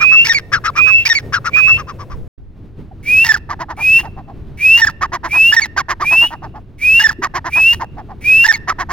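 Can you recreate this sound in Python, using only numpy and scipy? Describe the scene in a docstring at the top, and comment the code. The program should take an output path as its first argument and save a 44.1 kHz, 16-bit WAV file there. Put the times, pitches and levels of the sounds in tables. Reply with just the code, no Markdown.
"""A rising whistle over throaty clucks opens the scene: grey francolins calling beside a garden wall.
A second voice answers in harsh three-part cries and fading runs of clucks; after a short silence both
call from open grass. Whistles are gliding sines; the other voice is a noisy pulse train that snaps into
clear notes. Coloured noise makes the rumble, wind and thud, and sines a faint hum by the wall.
Two microphone ports hear it all; distance is not modelled, the tables set how loud each call is."""
import sys
import numpy as np
from scipy import signal
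from scipy.fft import rfft, irfft
from scipy.io import wavfile
from scipy.ndimage import uniform_filter1d, minimum_filter1d

SR = 44100
rng = np.random.default_rng(int(sys.argv[2]) if len(sys.argv) > 2 else 0)


def file_out(sig):
    """Save sig as 16-bit WAV at sys.argv[1]."""
    # one column per channel
    cols = np.atleast_2d(sig).T
    # limit, then scale
    lim = np.clip(cols, -1, 1)
    pcm = np.round(lim * 32767).astype(np.int16)
    wavfile.write(sys.argv[1], SR, pcm)


N = 393372
TIME = np.arange(N) / SR
BINS = np.fft.rfftfreq(N, 1 / SR)
WALL_END, GRASS_START = 2.279, 2.379  # s, with silence between the two places


def gain_of(db):
    """Decibels to amplitude."""
    return 10 ** (np.asarray(db) / 20)


def evened(x):
    """Scales to rms 1."""
    return x / np.sqrt(np.mean(x ** 2) + 1e-20)


def read(points, hz, axis=1):
    """One column of a spectrum table, joined on a log-frequency axis."""
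    columns = np.transpose(points)
    return np.interp(np.log(hz + 1), np.log(columns[0] + 1), columns[axis])


def colour(x, points):
    """Filters by a spectrum table; rms 1."""
    gains = gain_of(read(points, np.fft.rfftfreq(len(x), 1 / SR)))
    return evened(irfft(rfft(x) * gains, len(x)))


def lowpass(order, hz):
    """Butterworth sections that pass what lies below hz."""
    return signal.butter(order, hz, fs=SR, output="sos")


def wander(t, hz):
    """Smooth chance of rms 1, little of it faster than hz."""
    noise = rng.standard_normal(len(t) + SR // 10)  # the extra 0.1 s lets the filter settle
    return evened(signal.sosfilt(lowpass(2, hz), noise)[-len(t):])


def fade(t, start, end, edge):
    """A gate with soft edges of the given length, centred on start and end."""
    nearest = np.minimum(t - start, end - t)
    return np.sin(np.pi / 2 * np.clip(nearest / edge + .5, 0, 1)) ** 2


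def add(mix, s, sound):
    """Adds a sound to the mix at time s."""
    start = round(s * SR)
    sound = sound[max(-start, 0):]
    part = mix[max(start, 0):][:len(sound)]
    part += sound[:len(part)]


# Whistles: (time [s], length [s], level [dB], attack [s], release [s],
# pitch at the start without the scoop [Hz], climb [Hz/s])
WHISTLES = [(0.0, 0.25, -5, 0.028, 0.042, 2428, 1430), (0.764, 0.28, -8, 0.019, 0.089, 2440, 981),
            (1.533, 0.25, -8, 0.0059, 0.053, 2437, 1189), (3.06, 0.2, -2.5, 0.092, 0.031, 2361, 2032),
            (3.798, 0.21, -3, 0.077, 0.033, 2407, 1805), (4.604, 0.2, 0, 0.074, .05, 2400, 2354),
            (5.308, 0.22, -3, 0.056, 0.038, 2383, 2250), (6.041, 0.24, -4.5, 0.061, 0.054, 2350, 2426),
            (6.814, 0.23, -4, 0.044, .065, 2380, 2240), (7.522, 0.22, -4, 0.044, 0.033, 2414, 2000),
            (8.24, 0.22, -3, 0.044, 0.026, 2404, 1831)]
# Colour of the whistle's hiss in each place: (frequency [Hz], relative level [dB])
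HISS_WALL = [(1000, -1), (2600, 7.5), (7000, -6)]
HISS_GRASS = [(1100, -5), (1450, 3), (2200, 10), (6300, 2), (8000, -3), (9400, 11), (11200, -2), (15500, 3)]
BREATH_DB, BREATH_S = -25.5, 0.016  # weak breathy sound at the ends, and how quickly it dies outside them
SCOOP_HZ, SCOOP_S, SCOOP_DB = 85, 0.041, -2  # starts this flat, settles in this time, fainter while flat
WAVER_DB, BEND = 1.1, .003  # slow unsteadiness of level, and of pitch as a share


def whistle(s, length, level_db, attack, release, pitch_hz, climb):
    """A nearly pure tone swells from a breathy start and climbs steadily; a hiss follows its strength."""
    t = np.arange(-.035, length + 0.15, 1 / SR)
    inside = np.clip(t, 0, length)
    swell = (1 - np.exp(-inside / attack)) * np.minimum((length - inside) / release, 1)
    breath = gain_of(BREATH_DB) * np.exp(-abs(t - inside) / BREATH_S)
    flat = np.clip(1 - t / SCOOP_S, 0, 2)
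    unsteady_db = SCOOP_DB * np.minimum(flat, 1) + WAVER_DB * wander(t, 28)
    level = gain_of(level_db) * (swell + breath) * gain_of(unsteady_db)
    pitch = pitch_hz + climb * inside - SCOOP_HZ * flat
    waver = .002 * wander(t, 70) + BEND * wander(t, 16)
    phase = 2 * np.pi * np.cumsum(pitch * (1 + waver)) / SR
    # the tone is hoarse while it is weak and steadies as it swells
    hoarse = np.minimum(.024 / level, .7) * wander(t, 320)
    tone = (np.sin(phase) + gain_of(-38.0) * np.sin(2 * phase)) * (1 + hoarse)
    spectrum, hiss_db = (HISS_WALL, -35) if s < WALL_END else (HISS_GRASS, -31)
    hiss = gain_of(hiss_db) * colour(rng.standard_normal(len(t)), spectrum)
    gate = fade(t, t[0] + 0.0034, t[-1] - .003, 0.0043)
    return s + t[0], (level * tone + np.sqrt(level) * hiss) * gate


# Colour of the rasp in each place: (frequency [Hz], relative level [dB])
RASP_WALL = [(500, -47.5), (1100, -10), (1700, -2), (3000, -10), (4200, -13.5), (5500, -1.5), (7000, -17.5),
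             (14000, -19)]
RASP_GRASS = [(200, -16.5), (340, -6.5), (500, -19), (680, -2.5), (900, -4), (1150, -0.5), (1400, -3.5),
              (1850, 8.5), (2300, -1), (3600, -5.5), (4600, -3.5), (6400, -5), (8000, -13), (15000, -9)]
BODY_HZ, BODY_HZ_PER_DB = 2240, 36  # top of a rasp's body at 0 dB, and how it sinks with less effort


def rasp(s, level_db, pitch, shape, jitter, breathy, harsh_db, thirds=0):
    """The syrinx vibrates unsteadily: cycles vary in length and strength, and air rushes through."""
    at, swell_db, bend = np.transpose(shape)
    t = np.arange(0, at[-1], 1 / SR)
    effort_db = level_db + np.interp(t, at, swell_db)
    hz = pitch * np.interp(t, at, bend)
    # a cluck steadies a little as the push eases
    wild = 1 - .45 * thirds * fade(t / t[-1], .62, 2, .3)
    phase = 2 * np.pi * np.cumsum(hz * (1 + jitter * wild * wander(t, 600))) / SR
    # strong and weak cycles alternate, which puts lines between the harmonics
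    flutter = 1 + .5 * np.cos(phase / 2) + .4 * wander(t, 450)
    # in a cluck every third cycle stands out too, which gives it a low throaty body
    third = np.cos(phase / 3 + 2 * np.pi * rng.random())
    two_thirds = np.cos(2 * phase / 3 + 2 * np.pi * rng.random())
    flutter += thirds * (third + two_thirds)
    flutter = (1 + wild * (flutter - 1)) * gain_of(3 * (1 - thirds) * wander(t, 130))
    slope = .5 + 0.52 * thirds
    buzz = sum(np.sin(k * phase + 2 * np.pi * rng.random()) / k ** slope for k in range(1, 7))
    drive = flutter * (evened(buzz) + breathy * rng.standard_normal(len(t)))
    voice = colour(drive, RASP_WALL if s < WALL_END else RASP_GRASS)
    # a soft rasp is rounder: the treble falls away faster than the body
    body_top_hz = max(BODY_HZ + BODY_HZ_PER_DB * level_db, 900)
    body = signal.sosfiltfilt(lowpass(4, body_top_hz), voice)
    bright = gain_of(np.clip(1.016 * effort_db + harsh_db, -27, 5))
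    bright *= fade(t, 0, t[-1], 0.014)  # the treble comes last and leaves first
    sound = gain_of(effort_db) * evened(body + bright * (voice - body))
    return s, sound * fade(t, .001, 1, .002) * fade(t, -1, t[-1] - .004, .008)


# Length [s]; level lost at the ends [dB]; share of pitch lost there; skew, under 1 peaks late or early
CLUCK_S, CLUCK_EDGE_DB, CLUCK_BEND, CLUCK_SKEW = 0.0602, -13, 0.28, .85  # this skew peaks early


def cluck_arch():
    """Level and pitch rise and fall together: (time [s], level [dB], factor on the pitch)."""
    u = np.linspace(0, 1, 25)
    slack = 1 - np.sin(np.pi * u ** CLUCK_SKEW)
    return np.transpose([u * CLUCK_S, CLUCK_EDGE_DB * slack, 1 - CLUCK_BEND * slack])


# Runs of clucks: (time [s], number of clucks, first gap [s], first level [dB])
RUNS = [(0.0, 2, .11, -18), (.517, 4, 0.12, -14), (1.323, 5, 0.12, -15), (1.87, 3, .116, -28),
        (3.489, 4, 0.1, -19.5), (4.029, 1, 0.032, -28), (4.163, 2, 0.11, -32.5), (5.008, 2, 0.11, -15.5),
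        (5.23, 2, 0.1, -20), (5.763, 5, 0.12, -13), (6.304, 1, 0, -25.5), (6.419, 2, .12, -28),
        (7.218, 2, 0.12, -14.5), (7.442, 2, .11, -19.5), (7.795, 1, 0, -21.5), (7.966, 2, 0.12, -29.5),
        (8.673, 3, 0.11, -15)]
QUICKEN_S, TIRE_DB = 0.0054, 2.5  # each gap of a run is this much shorter, each cluck this much softer


def cluck_times():
    """Each run quickens and fades: (time [s], level [dB]) of every cluck."""
    for s, count, gap, level_db in RUNS:
        for k in range(round(count)):
            yield s + k * gap - QUICKEN_S * k * (k - 1) / 2, level_db - TIRE_DB * k


# Cluck pitch by place: (pitch at 0 dB [Hz], lift [dB of pitch per dB of level])
CLUCK_HZ = {"wall": (1587, .08), "grass": (1564, .17)}


def clucks(rough):
    """Short throaty rasps on an arching pitch; a harder cluck is a higher one."""
    for s, level_db in cluck_times():
        top_hz, lift = CLUCK_HZ["wall" if s < WALL_END else "grass"]
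        pitch = top_hz * gain_of(lift * level_db)
        add(rough, *rasp(s, level_db, pitch, cluck_arch(), jitter=.1, breathy=.22, harsh_db=8, thirds=0.72))


def air(spectrum, width=.3):
    """Gently swelling outdoor rumble, nearly alike in both ports."""
    mid, side = (colour(rng.standard_normal(N), spectrum) for _ in range(2))
    return np.array([mid + width * side, mid - width * side]) * gain_of(2 * wander(TIME, 6.4))


# Background by the wall: (frequency [Hz], relative density [dB per Hz])
AIR_WALL = [(25, -5), (120, 2.5), (220, -10.5), (500, -12), (900, -27), (8000, -51.5)]


def wall_air():
    """Rumble beside the wall: coloured noise at one base level."""
    return gain_of(-33.5) * air(AIR_WALL)


# Faint hum by the wall: (frequency [Hz], level before the overall trim [dB])
HUM = [(96.9, -37.5), (694.4, -56)]


def hum(level_db=-3, waver=0.21):
    """A few steady low tones whose strength wavers slightly."""
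    total = np.zeros(N)
    for hz, db in HUM:
        strength = gain_of(db) * (1 + waver * wander(TIME, 4.5))
        total += strength * np.sin(2 * np.pi * (hz * TIME + rng.random()))
    return gain_of(level_db) * total


GUST_AT_S, GUST_S, GUST_DB = 2.1, 0.42, 21.5  # one gust, this far above the light buffeting
BUFFET_DB, BUFFET_HZ = -49.5, 65


def buffets():
    """Light wind rumbles on each microphone port separately, in lumps, with one gust."""
    gust_db = GUST_DB * fade(TIME, GUST_AT_S, GUST_AT_S + GUST_S, .05)
    level_db = BUFFET_DB + 3 * wander(TIME, 2) + gust_db
    return gain_of(level_db) * np.array([wander(TIME, BUFFET_HZ) for _ in range(2)])


# Overtones of a clear note: (frequency where one falls [Hz], level against the note before a tilt [dB])
OVERTONES_WALL = [(2800, -32), (3700, -22.5), (5500, -15), (7000, -28.5)]
OVERTONES_GRASS = [(3600, -33.5), (4400, -17.5), (5300, -23.5), (6500, -20.5), (7200, -28)]
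HOOK_HZ, HOOK_S, HELD_SLIDE_HZ = 130, .002, 160  # pitch hooks at a note's ends, and how quickly they pass
HELD_S, HELD_SAG_HZ = .032, 40.4  # the held middle note of a cry


def note(s, length, level_db, first_hz, last_hz, overtones_db=0):
    """The syrinx locks into one clean vibration, shaky at its ends, with a few overtones."""
    t = np.arange(-.004, length + 0.00049, 1 / SR)
    glide = first_hz + (last_hz - first_hz) * fade(t, length / 2, 1, length)
    sag = 1 - glide / glide.max()  # below its top pitch a note turns ragged and loses overtones
    shake = .004 + .04 * (1 - fade(t, .003, length - .003, .005)) + .3 * sag
    # a short note arches up from below, a held one drops onto its pitch; both droop as they end
    slide_hz = HELD_SLIDE_HZ if length == HELD_S else -HOOK_HZ
    droop = HOOK_HZ * np.exp((t - length) / HOOK_S)
    hooks = slide_hz * np.exp(-np.maximum(t, 0) / HOOK_S) - droop
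    phase = 2 * np.pi * np.cumsum((glide + hooks) * (1 + shake * wander(t, 630))) / SR
    table = OVERTONES_WALL if s < WALL_END else OVERTONES_GRASS
    upper = np.zeros(len(t))
    for k in range(2, 5):
        tilted_db = read(table, k * glide.mean()) - 7.5 * (k - 3.5)
        upper += gain_of(tilted_db) * np.sin(k * phase)
    tone = np.sin(phase) + gain_of(overtones_db - 38 * sag) * upper
    pressure = (glide / glide.mean()) ** 5 * (1 + 2 * sag * wander(t, 220))  # loudness sags with pitch
    return s + t[0], np.sqrt(2) * gain_of(level_db) * pressure * tone * fade(t, 0, length, 0.0068)


# Falling squeals that some clucks break into: (time [s], level [dB], first pitch [Hz])
SQUEALS = [(0.024, -16, 1388), (0.536, -10.5, 1737), (0.564, -21.5, 1472), (0.679, -16, 1389),
           (0.79, -19, 1360), (1.341, -13, 1694), (1.364, -18, 1472), (1.472, -19, 1476),
           (2.913, -42.5, 839), (3.508, -20.5, 1232), (5.033, -15, 1291), (5.778, -13.5, 1632),
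           (6.021, -16, 1275), (7.247, -20, 1255), (7.821, -22, 977), (8.701, -17.5, 1372)]
SQUEAL_S, SQUEAL_FALL_HZ, SQUEAL_OVERTONES_DB = .024, 237, -4


def squeal_notes():
    """A squeal is one clear note that only falls: yields the arguments of note()."""
    for s, level_db, hz in SQUEALS:
        yield s, SQUEAL_S, level_db, hz, hz - SQUEAL_FALL_HZ, SQUEAL_OVERTONES_DB


# Three-part cries: (time of the held note [s], rasp level [dB], opening level [dB], opening pitch [Hz],
# held level [dB], held pitch [Hz], closing level [dB], closing pitch [Hz], closing length [s],
# closing fall [Hz])
CRIES = [(0.294, -11.5, -19.5, 2286, -2, 1840, -15.5, 2329, .042, 195.2),
         (1.099, -12, -11.5, 2400, -3, 1835, -16, 2308, .039, 161.7),
         (3.29, -11.5, -16.5, 1900, -4.5, 1762, -15.5, 1775, .024, 454.6),
         (4.818, -13, -23, 1902, 0, 1790, -15.5, 1812, .027, 539.6),
         (5.566, -12.5, -2, 1766, 1, 1820, -17.5, 2285, .035, 231.6),
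         (7.04, -12.5, -8.5, 1704, -1, 1777, -16, 1800, .022, 524.5),
         (8.486, -11, -2.5, 1722, 5, 1801, -18, 2280, .022, 197)]
# Course of a cry's rasp: (time [s], level [dB], factor on the pitch)
CRY_SHAPE = [(0, -15.5, 0.9), (.013, -4.5, 1.1), (.035, -7.5, 1), (0.096, -12.5, 0.93), (.114, -16, 1.05),
             (.15, -16.5, .95), (0.169, -22.5, 0.82)]
CRY_LEAD_S, CRY_TAIL_S = .05, 0.015  # rasp starts before the held note, breaks off after the closing one
CLOSING_AFTER_S = .052  # from the start of the held note


def cries(rough):
    """The rasp under each three-part cry, cut off soon after the closing note."""
    for s, level_db, *_, close_s, _ in CRIES:
        start, cry = rasp(s - CRY_LEAD_S, level_db, 890, CRY_SHAPE, jitter=.08, breathy=.65, harsh_db=26)
        end = s + CLOSING_AFTER_S + close_s + CRY_TAIL_S
        add(rough, start, cry * fade(start + TIME[:len(cry)], -1, end, 0.017))


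OPENING_LEAD_S, OPENING_S, OPENING_RISE_HZ = .041, .016, 87
DIP_LEAD_S, DIP_S, DIP_DB = 0.018, 0.025, -29  # a soft dip an octave under the held note


def cry_notes():
    """A cry rises, dips, holds and falls: yields the arguments of note()."""
    for s, _, open_db, open_hz, held_db, held_hz, close_db, close_hz, close_s, fall_hz in CRIES:
        half_rise, half_sag = OPENING_RISE_HZ / 2, HELD_SAG_HZ / 2
        yield s - OPENING_LEAD_S, OPENING_S, open_db, open_hz - half_rise, open_hz + half_rise
        yield s - DIP_LEAD_S, DIP_S, held_db + DIP_DB, held_hz / 2, held_hz / 2
        yield s, HELD_S, held_db, held_hz + half_sag, held_hz - half_sag
        yield s + CLOSING_AFTER_S, close_s, close_db, close_hz, close_hz - fall_hz


# Background in open grass: (frequency [Hz], relative density [dB per Hz])
AIR_GRASS = [(35, 0.5), (70, 4), (135, 0), (200, -7), (380, -11), (520, -21.5), (800, -27), (4200, -45),
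             (8000, -59.5)]
# Its course: (time [s], level [dB])
BREEZE = [(2.4, -42), (2.65, -34), (5.2, -33), (5.75, -35.5), (8.9, -33)]


def grass_air():
    """Rumble in the open grass: coloured noise that follows the level table."""
    return gain_of(np.interp(TIME, *np.transpose(BREEZE))) * air(AIR_GRASS)


# Yelps: (time [s], level [dB])
YELPS = [(3.981, -22.5), (7.719, -21)]


def yelps(rough):
    """Cries broken off after their first part, all rasp."""
    for s, level_db in YELPS:
        add(rough, *rasp(s, level_db, 890, CRY_SHAPE[:3], jitter=.13, breathy=.9, harsh_db=26))


# Colour of the thud: (frequency [Hz], relative level [dB])
THUD = [(120, -24), (230, 0.5), (380, 7), (600, -56)]
THUD_AT_S, THUD_DB, THUD_RISE_S, THUD_DECAY_S = 7.184, -23, 0.0079, 0.026


def thud():
    """One soft low thud: a burst of low noise that dies away."""
    out = np.zeros(N)
    t = np.arange(0, 6 * THUD_DECAY_S, 1 / SR)
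    swell = np.minimum(t / THUD_RISE_S, 1) * np.exp(-t / THUD_DECAY_S)
    add(out, THUD_AT_S, gain_of(THUD_DB) * swell * colour(rng.standard_normal(len(t)), THUD))
    return out


def birds():
    """Both voices; the rasp gives way wherever a clear note takes over."""
    rough, clear, locked = np.zeros((3, N))
    for row in WHISTLES:
        add(clear, *whistle(*row))
    clucks(rough)
    cries(rough)
    yelps(rough)
    for row in [*squeal_notes(), *cry_notes()]:
        add(clear, *note(*row))
        add(locked, row[0], signal.windows.tukey(round(row[1] * SR), .3))
    return clear + rough * gain_of(-6 * locked)


def scattered(x, taps, level_db):
    """Convolves with a separate noise tail for each port, scaled to the given level."""
    taps = taps * gain_of(level_db) / np.linalg.norm(taps[0])
    return signal.fftconvolve(x[None], taps, axes=1)[:, :N]


def garden(x, t60=0.86, tail_db=-35):
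    """A faint dull tail from the surroundings."""
    taps = rng.standard_normal((2, SR)) * gain_of(-60 * TIME[:SR] / t60)
    return scattered(signal.sosfilt(lowpass(2, 4500), x), taps, tail_db)


def scatter(x, t60=0.0014, level_db=-7, above_hz=6000):
    """Grass and leaves scatter the treble, differently for each port."""
    taps = rng.standard_normal((2, SR // 10)) * gain_of(-60 * TIME[:SR // 10] / t60)
    treble = signal.sosfilt(signal.butter(4, above_hz, "high", fs=SR, output="sos"), x)
    return scattered(treble, taps, level_db)


# How the birds reach the two microphone ports:
# (frequency [Hz], left minus right [dB], left lead [rad])
PORTS_WALL = [(1185, 6, .3), (1835, 5.5, 1.3), (2600, -12, 1.9), (2617, 1, 1.85), (5400, 1, 1.7)]
PORTS_GRASS = [(993, -0.5, 0.6), (1800, -5, 1.2), (2680, -0.1, 0.27), (5250, -1, 1.94), (9400, 9, 2.3),
               (12600, -1, 0.79)]


def ports(x, table):
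    """Two microphone ports hear each pitch with their own level and phase."""
    ratio = gain_of(read(table, BINS)) * np.exp(1j * read(table, BINS, axis=2))
    pair = np.array([np.sqrt(ratio), 1 / np.sqrt(ratio)])
    return irfft(rfft(x) * pair / abs(pair.mean(0)), N)  # the mean of the ports keeps the level


def scene():
    """The birds by the wall, a short silence, then the birds in the grass."""
    voices = birds()
    around = garden(voices) + scatter(voices) + buffets()
    wall = ports(voices, PORTS_WALL) + around + wall_air() + hum()
    grass = ports(voices, PORTS_GRASS) + around + thud() + grass_air()
    return wall * fade(TIME, -1, WALL_END, 0.00097) + grass * fade(TIME, GRASS_START, 10, 0.0045)


EDGE_HZ = 16100  # upper band limit


def record(dry):
    """A fast limiter holds the loudest notes under full scale; then the band limit."""
    allowed = .96 / np.maximum(abs(dry).max(0), .96)
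    held = dry * uniform_filter1d(minimum_filter1d(allowed, size=301), size=151)
    band = signal.firwin(511, EDGE_HZ, window="blackman", fs=SR)
    return signal.oaconvolve(held, band[None], "same")


dry = scene()
out = record(dry)
file_out(out)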